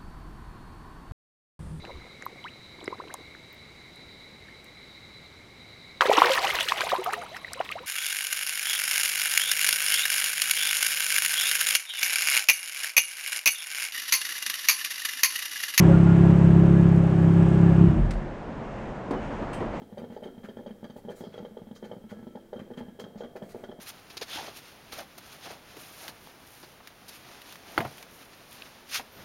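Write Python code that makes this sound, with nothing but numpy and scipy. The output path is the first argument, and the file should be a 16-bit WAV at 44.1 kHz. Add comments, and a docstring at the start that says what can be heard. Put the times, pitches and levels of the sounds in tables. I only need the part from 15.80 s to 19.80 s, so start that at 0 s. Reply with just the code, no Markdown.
"""A covered parking bay, one microphone by a sports car, traffic in the distance.
The car idles: exhaust pulses hum and lope through the silencer, belts and gas rush, injectors tick.
Switched off at about 2 s, it shudders to a stop, pumping air through the pipes. A sharp click follows;
the door unlatches and its panel rings. The driver starts to climb out with sliding clothes, a jingle
of keys and a few soft bumps. Clicks, door and driver carry a short tail from the concrete."""
import sys
import numpy as np
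from scipy import signal
from scipy.fft import rfft, irfft
from scipy.io import wavfile

SR = 44100
rng = np.random.default_rng(int(sys.argv[2]) if len(sys.argv) > 2 else 0)


def master_out(mix):
    """Clip the mix to full scale and print it as 16-bit PCM to the path in sys.argv[1]."""
    frames = np.transpose(np.atleast_2d(mix))
    ceiling = np.clip(frames, -1, 1)
    pcm = np.round(ceiling * 32767).astype(np.int16)
    wavfile.write(sys.argv[1], SR, pcm)


N = 176400
T = np.arange(N) / SR

# distant traffic (time [s], level [dB])
TRAFFIC_LEVEL = [(0, -32), (2.45, -36), (2.75, -36), (3.0, -35), (3.25, -35.5), (3.5, -33), (4, -33.5)]
# its rumble as heard from the bay (frequency [Hz], relative level [dB])
TRAFFIC_COLOUR = [(12, -31), (20, 5), (43, -1), (71, -12), (107, -4), (126, -6), (202, -3), (369, -9.5),
                  (577, -8), (1060, -14.5), (1200, -18), (1740, -21.5), (4360, -42), (7180, -48),
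                  (10600, -63), (13800, -94), (22000, -120)]

# clothes sliding on the seat (time [s], level [dB], half length [s])
RUSTLES = [(3.0, -55, .14), (3.44, -49.5, 0.026), (3.54, -53, 0.046), (3.626, -62, 0.033),
           (3.765, -53.5, 0.047), (3.968, -49, 0.019)]
# cloth friction (frequency [Hz], relative level [dB])
CLOTH_COLOUR = [(200, 0), (700, -0.5), (1600, 11), (3000, 5), (4200, -17), (6500, -8), (9500, -22),
                (11500, -41)]
# keys striking each other (time [s], level [dB])
JINGLES = [(3.73, -46), (3.741, -58), (3.765, -69)]
# key resonances (frequency [Hz], relative level [dB], t60 [s])
KEY_MODES = [(2700, -6, .15), (3122, -5, .22), (8000, -13, .2), (8130, -9, 0.13), (9060, -20, 0.12),
             (9700, -23, .16)]
# hiss of each key strike (frequency [Hz], relative level [dB])
KEY_HISS = [(1000, 2), (2700, 8.5), (4500, -2), (7000, -4.5), (9500, -2), (11000, -19), (15000, -16.5)]

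# sharp clicks: ignition key or relay as the engine stops, then the door latch (time [s], level [dB])
CLICKS = [(2.3075, -35.5), (2.3355, -49), (3.3094, -42.5)]
# their bright snap (frequency [Hz], relative level [dB])
CLICK_COLOUR = [(500, -20), (1500, 11.5), (3000, 4.5), (5500, -2.5), (8500, -4.5), (10000, -12),
                (11500, -24), (15000, -18.5)]
# knocks on door and cabin (time [s], level [dB], rise [s], t60 [s])
KNOCKS = [(3.3078, -25, .001, 0.11), (3.328, -26, 0.011, .3), (3.589, -27.5, 0.014, 0.15),
          (3.622, -28.5, 0.005, 0.13), (3.8, -25, 0.008, 0.26), (3.931, -27.5, .008, .18)]
# their dull body (frequency [Hz], relative level [dB])
KNOCK_COLOUR = [(40, -11), (120, -3.5), (220, -4.5), (310, -0.5), (450, 0), (600, -2), (900, -9),
                (1300, -14.5), (2000, -22.5), (3000, -32), (5000, -43), (11000, -62.5)]
# door panel resonances (frequency [Hz], level [dB], t60 [s])
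PANEL_MODES = [(212.5, -37, 0.17), (285.4, -24.5, 0.19), (352, -27, 0.15), (460, -37, 0.14),
               (696, -36, 0.13), (875, -37, 0.12)]

# injector ticks (frequency [Hz], relative level [dB])
TICK_COLOUR = [(2000, -18), (4000, -15.5), (6000, -2), (8000, -3.5), (10000, -8.5), (11000, -31),
               (12500, -49.5)]
# pings of metal parts (time [s], frequency [Hz], level [dB], half length [s])
PINGS = [(0.098, 550, -25.5, 0.019), (0.143, 1405, -31.5, 0.01), (0.306, 1412, -37.5, .025),
         (0.988, 1693, -41.5, .015), (1.882, 1724, -40.5, 0.015), (3.382, 2970, -53, 0.018)]
# rush from the engine bay (time [s], level [dB])
RUSH_LEVEL = [(0, -26.5), (.09, -28), (.18, -31.5), (.42, -31), (.6, -32.5), (.9, -33.5), (1.2, -35),
              (1.6, -33), (1.87, -31.5), (2.1, -34), (2.25, -40), (2.42, -46.5), (2.6, -74)]
# belt and gas noise (frequency [Hz], relative level [dB])
RUSH_COLOUR = [(25, 5), (45, 6.5), (78, 6), (110, 0), (180, 2.5), (270, 0), (370, 8), (460, -13), (580, 0),
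               (1000, -6.5), (1900, -16), (2900, -19), (4200, -32.5), (8500, -38.5), (10000, -48),
               (11200, -67.5), (13000, -89)]
# ringing engine parts (frequency [Hz], width [Hz], level against the rush [dB])
ENGINE_RINGS = [(541.2, 10, -11), (803, 18, -19.5), (1150, 19, -23.5), (1395, 24, -27), (1665, 47, -20.5),
                (7090, 320, -40.5), (7940, 260, -42.5), (8460, 170, -43)]

# air pumped by the coasting engine (time [s], level [dB])
PUMPING_LEVEL = [(1.9, -56.5), (2.02, -26.5), (2.12, -28), (2.25, -34), (2.34, -41), (2.45, -44),
                 (2.6, -53)]
# pipe resonances (frequency [Hz], width [Hz], relative level [dB])
PIPE_RINGS = [(101, 70, -1.5), (146.7, 11, 1), (223.3, 17, 1), (314.3, 8.1, -8.5), (353.3, 14, -8.5)]
# low pipe rumble as the slowing pulses pass its resonance (time [s], frequency [Hz], level [dB])
PIPE_RUMBLE = [(2.03, 65.6, -78), (2.08, 62.5, -18.5), (2.125, 58.35, -37), (2.17, 52.93, -21.5),
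               (2.235, 42.5, -15), (2.28, 39.8, -22), (2.335, 41.68, -29.5), (2.375, 40.4, -18),
               (2.425, 37.6, -45), (2.5, 36, -36), (2.6, 35, -90)]

# engine at idle (time [s], exhaust cycle rate [Hz], lope level [dB])
IDLE = [(0.0, 32.54, -14.5), (0.1, 33.87, -14.5), (0.38, 33.85, -15), (0.55, 34.08, -16),
        (0.71, 33.5, -14.5), (0.9, 34.37, -16), (1.16, 33.58, -16.0), (1.3, 33.13, -21), (1.42, 33.23, -16),
        (1.58, 33.76, -15.5), (1.7, 33.32, -20), (1.83, 33.9, -15), (1.94, 33, -18), (2.05, 34.67, -13.5)]
# engine after switch-off (time [s], exhaust cycle rate [Hz], lope level [dB])
RUN_DOWN = [(2.09, 33.5, -26), (2.14, 30, -21.5), (2.22, 23, -27), (2.3, 18, -31), (2.4, 13, -40),
            (2.46, 2.2, -78)]
# even exhaust pulses (time [s], level [dB])
FIRING_LEVEL = [(0, -20), (1.0, -19), (1.3, -24), (2.05, -21), (2.13, -25.5), (2.24, -29.5), (2.36, -34.5),
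                (2.46, -79)]
# silencer's response to even pulses (frequency [Hz], relative gain [dB])
SILENCER_EVEN = [(20, -47), (68, -6.5), (135, 1.5), (203, -3), (270, -22), (338, -7.5), (405, -12),
                 (470, -33.5), (540, -28.5), (800, -36), (1500, -37.5), (4000, -88.5), (11000, -110)]
# its response to the lope between cylinder banks (frequency [Hz], relative gain [dB])
SILENCER_LOPE = [(15, -37), (34, -22.5), (101, -7), (142, -10), (169, 2.5), (203, -4.5), (236, -19.5),
                 (268, -32), (304, -13), (372, -16.5), (440, -49.5), (700, -52.5), (1500, -57), (4000, -93),
                 (11000, -110)]
# swell of the upper exhaust overtones (time [s], gain [dB])
OVERTONE_SWELL = [(0, 0), (.08, 5), (.2, -0.5), (.45, 1), (.7, -3), (.82, 3), (.95, 2), (1.15, -2),
                  (1.33, 3), (1.6, 1), (1.85, 1.5), (1.95, -2), (2.03, 5.5), (2.2, -8), (2.35, -11)]


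def amp(db):
    return 10 ** (np.asarray(db) / 20)


def unit_rms(x):
    return x / np.sqrt(np.mean(x ** 2) + 1e-20)


def curves(rows):
    """One value per sample for each column after the time."""
    times, *columns = np.transpose(rows)
    return [np.interp(T, times, column) for column in columns]


def gain(colour, size):
    """Gain of a colour table on an FFT grid."""
    hz, db = np.transpose(colour)
    grid_hz = np.fft.rfftfreq(size, 1 / SR)
    return amp(np.interp(np.log(grid_hz + 1), np.log(hz + 1), db))


def noise(colour):
    """Coloured noise of rms 1."""
    return unit_rms(irfft(rfft(rng.standard_normal(N)) * gain(colour, N), N))


def ring(hz, width_hz, max_q=45):
    """Noise of rms 1 in one resonance, widened if its Q would exceed max_q."""
    detuning = 2 * (np.fft.rfftfreq(N, 1 / SR) - hz) / max(width_hz, hz / max_q)
    return unit_rms(irfft(rfft(rng.standard_normal(N)) / (1 + detuning ** 2), N))


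def impulse_response(colour, size=8192):
    """Minimum-phase response with the given colour."""
    cepstrum = irfft(np.log(gain(colour, size)))
    cepstrum[1:size // 2] *= 2
    cepstrum[size // 2 + 1:] = 0
    return irfft(np.exp(rfft(cepstrum)))


def strike(start, rise, t60):
    """Envelope of a blow: quick rise, exponential decay."""
    age = np.maximum(T - start, 0)
    return (1 - np.exp(-age / rise)) * np.exp(-np.log(1000) * age / t60)


def swell(centre, half_length):
    """Bell-shaped envelope."""
    return np.exp(-.5 * ((T - centre) / half_length) ** 2)


def traffic():
    """Far-off traffic, a low rumble behind the car."""
    return amp(curves(TRAFFIC_LEVEL)[0]) * noise(TRAFFIC_COLOUR)


def parking_bay(direct, t60=.36, tail_db=-13.5):
    """Reflections off the concrete reach the microphone just after the direct sound."""
    tail = (rng.standard_normal(N) * strike(.006, .0046, t60))[:SR]
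    return direct + amp(tail_db) * signal.fftconvolve(direct, tail / np.linalg.norm(tail))[:N]


def clothes():
    """The driver's clothes rub over the seat in soft strokes."""
    return sum(amp(db) * swell(at, half) for at, db, half in RUSTLES) * noise(CLOTH_COLOUR)


def keys(hiss_db=1):
    """Keys collide; each hit rings their high modes with a burst of hiss."""
    def hits(t60):
        return sum(amp(db) * strike(at, .001, t60) for at, db in JINGLES)
    ringing = sum(amp(db) * hits(t60) * ring(hz, width_hz=90) for hz, db, t60 in KEY_MODES)
    return ringing + amp(hiss_db) * hits(t60=.15) * noise(KEY_HISS)


def clicks_and_door(unlatch_s=3.3075):
    """Ignition key or relay snaps; later the door unlatches, its panel rings and dull knocks follow."""
    clicks = sum(amp(db) * strike(at, rise=.0004, t60=.065) for at, db in CLICKS)
    knocks = sum(amp(db) * strike(at, rise, t60) for at, db, rise, t60 in KNOCKS)
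    panel = sum(amp(db) * strike(unlatch_s, .001, t60) * np.sin(2 * np.pi * (hz * T + rng.random()))
                for hz, db, t60 in PANEL_MODES)
    return clicks * noise(CLICK_COLOUR) + knocks * noise(KNOCK_COLOUR) + panel


def injectors(cycles, level_db=-66, weak_db=-2, scatter_db=2, end_s=1.8):
    """Fine, uneven ticks, a strong and a weak one each cycle, ending just before the run-down."""
    ticks = np.maximum(2 * (cycles - .12), 0)
    index = ticks.astype(int)
    sizes = amp(weak_db * (index % 2) + scatter_db * rng.standard_normal(N)[index])
    envelope = unit_rms(np.exp(-3.3 * (ticks % 1)) * sizes)
    return amp(level_db) * envelope * noise(TICK_COLOUR) * (T < end_s)


def pings():
    """Metal parts swell briefly at their own pitch."""
    return sum(amp(db) * swell(at, half) * np.sin(2 * np.pi * hz * T) for at, hz, db, half in PINGS)


def engine_bay(cycles, pulse_depth=.12):
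    """Belts and gas rush and ring a few parts, pulsing once per exhaust cycle."""
    rush = noise(RUSH_COLOUR) + sum(amp(db) * ring(hz, width) for hz, width, db in ENGINE_RINGS)
    pulsing = 1 + pulse_depth * np.cos(2 * np.pi * (cycles - .45))
    return amp(curves(RUSH_LEVEL)[0]) * rush * pulsing


def pumping():
    """The coasting engine blows air through the pipe resonances."""
    pipes = sum(amp(db) * ring(hz, width) for hz, width, db in PIPE_RINGS)
    return amp(curves(PUMPING_LEVEL)[0]) * pipes


def pipe_rumble():
    """A low rumble booms in the pipe as the slowing pulses sweep through its resonance; its pitch settles near
    40 Hz."""
    hz, level_db = curves(PIPE_RUMBLE)
    return amp(level_db) * (T > PIPE_RUMBLE[0][0]) * np.sin(2 * np.pi * np.cumsum(hz) / SR)


def exhaust_pulses(cycles, level_db, silencer, sign, jitter_s=.00007, scatter_db=1.06):
    """Two pulses a cycle through the silencer; sign -1 gives the alternating part, the lope."""
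    index = np.arange(int(2 * cycles[-1]))
    early_late, weakness = rng.standard_normal((len(index), 2)).T
    times = np.interp(index / 2, cycles, T) + jitter_s * early_late
    samples = np.clip(np.round(times * SR).astype(int), 0, N - 1)

    def through_silencer(sizes):
        pulses = np.bincount(samples, sign ** index * sizes, N)
        return signal.fftconvolve(pulses, impulse_response(silencer))[:N]
    idle_rms = np.std(through_silencer(1)[:SR])
    pulse_db = np.interp(times, T, level_db) - scatter_db * weakness
    return through_silencer(amp(pulse_db)) / idle_rms


def tailpipes(cycles, lope_db, overtone_hz=265):
    """The main hum at the microphone: even pulses plus the lope; the upper overtones swell and ease."""
    even = exhaust_pulses(cycles, curves(FIRING_LEVEL)[0], SILENCER_EVEN, sign=1)
    lope = exhaust_pulses(cycles, lope_db, SILENCER_LOPE, sign=-1)
    hum = even + lope
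    upper = signal.sosfiltfilt(signal.butter(4, overtone_hz, "high", fs=SR, output="sos"), hum)
    return hum + (amp(curves(OVERTONE_SWELL)[0]) - 1) * upper


def scene():
    """Car, driver and distant traffic as they meet at the microphone, in mono."""
    cycle_hz, lope_db = curves(list(IDLE) + list(RUN_DOWN))
    cycles = .27 + np.cumsum(cycle_hz) / SR  # starts partway through an exhaust cycle
    engine = tailpipes(cycles, lope_db) + pipe_rumble() + pumping() + engine_bay(cycles) + injectors(cycles)
    return (traffic() + parking_bay(clicks_and_door() + keys() + clothes()) + pings() + engine)[None]


def record(dry, low_cut_hz=27, top_hz=15700):
    """The microphone drops the deepest bass and keeps nothing above its band limit."""
    hz = np.fft.rfftfreq(2 * N, 1 / SR)
    response = (1 - np.exp(-(hz / low_cut_hz) ** 2)) * (hz < top_hz)
    return irfft(rfft(dry, 2 * N) * response)[:, :N]


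dry = scene()
out = record(dry)
master_out(out)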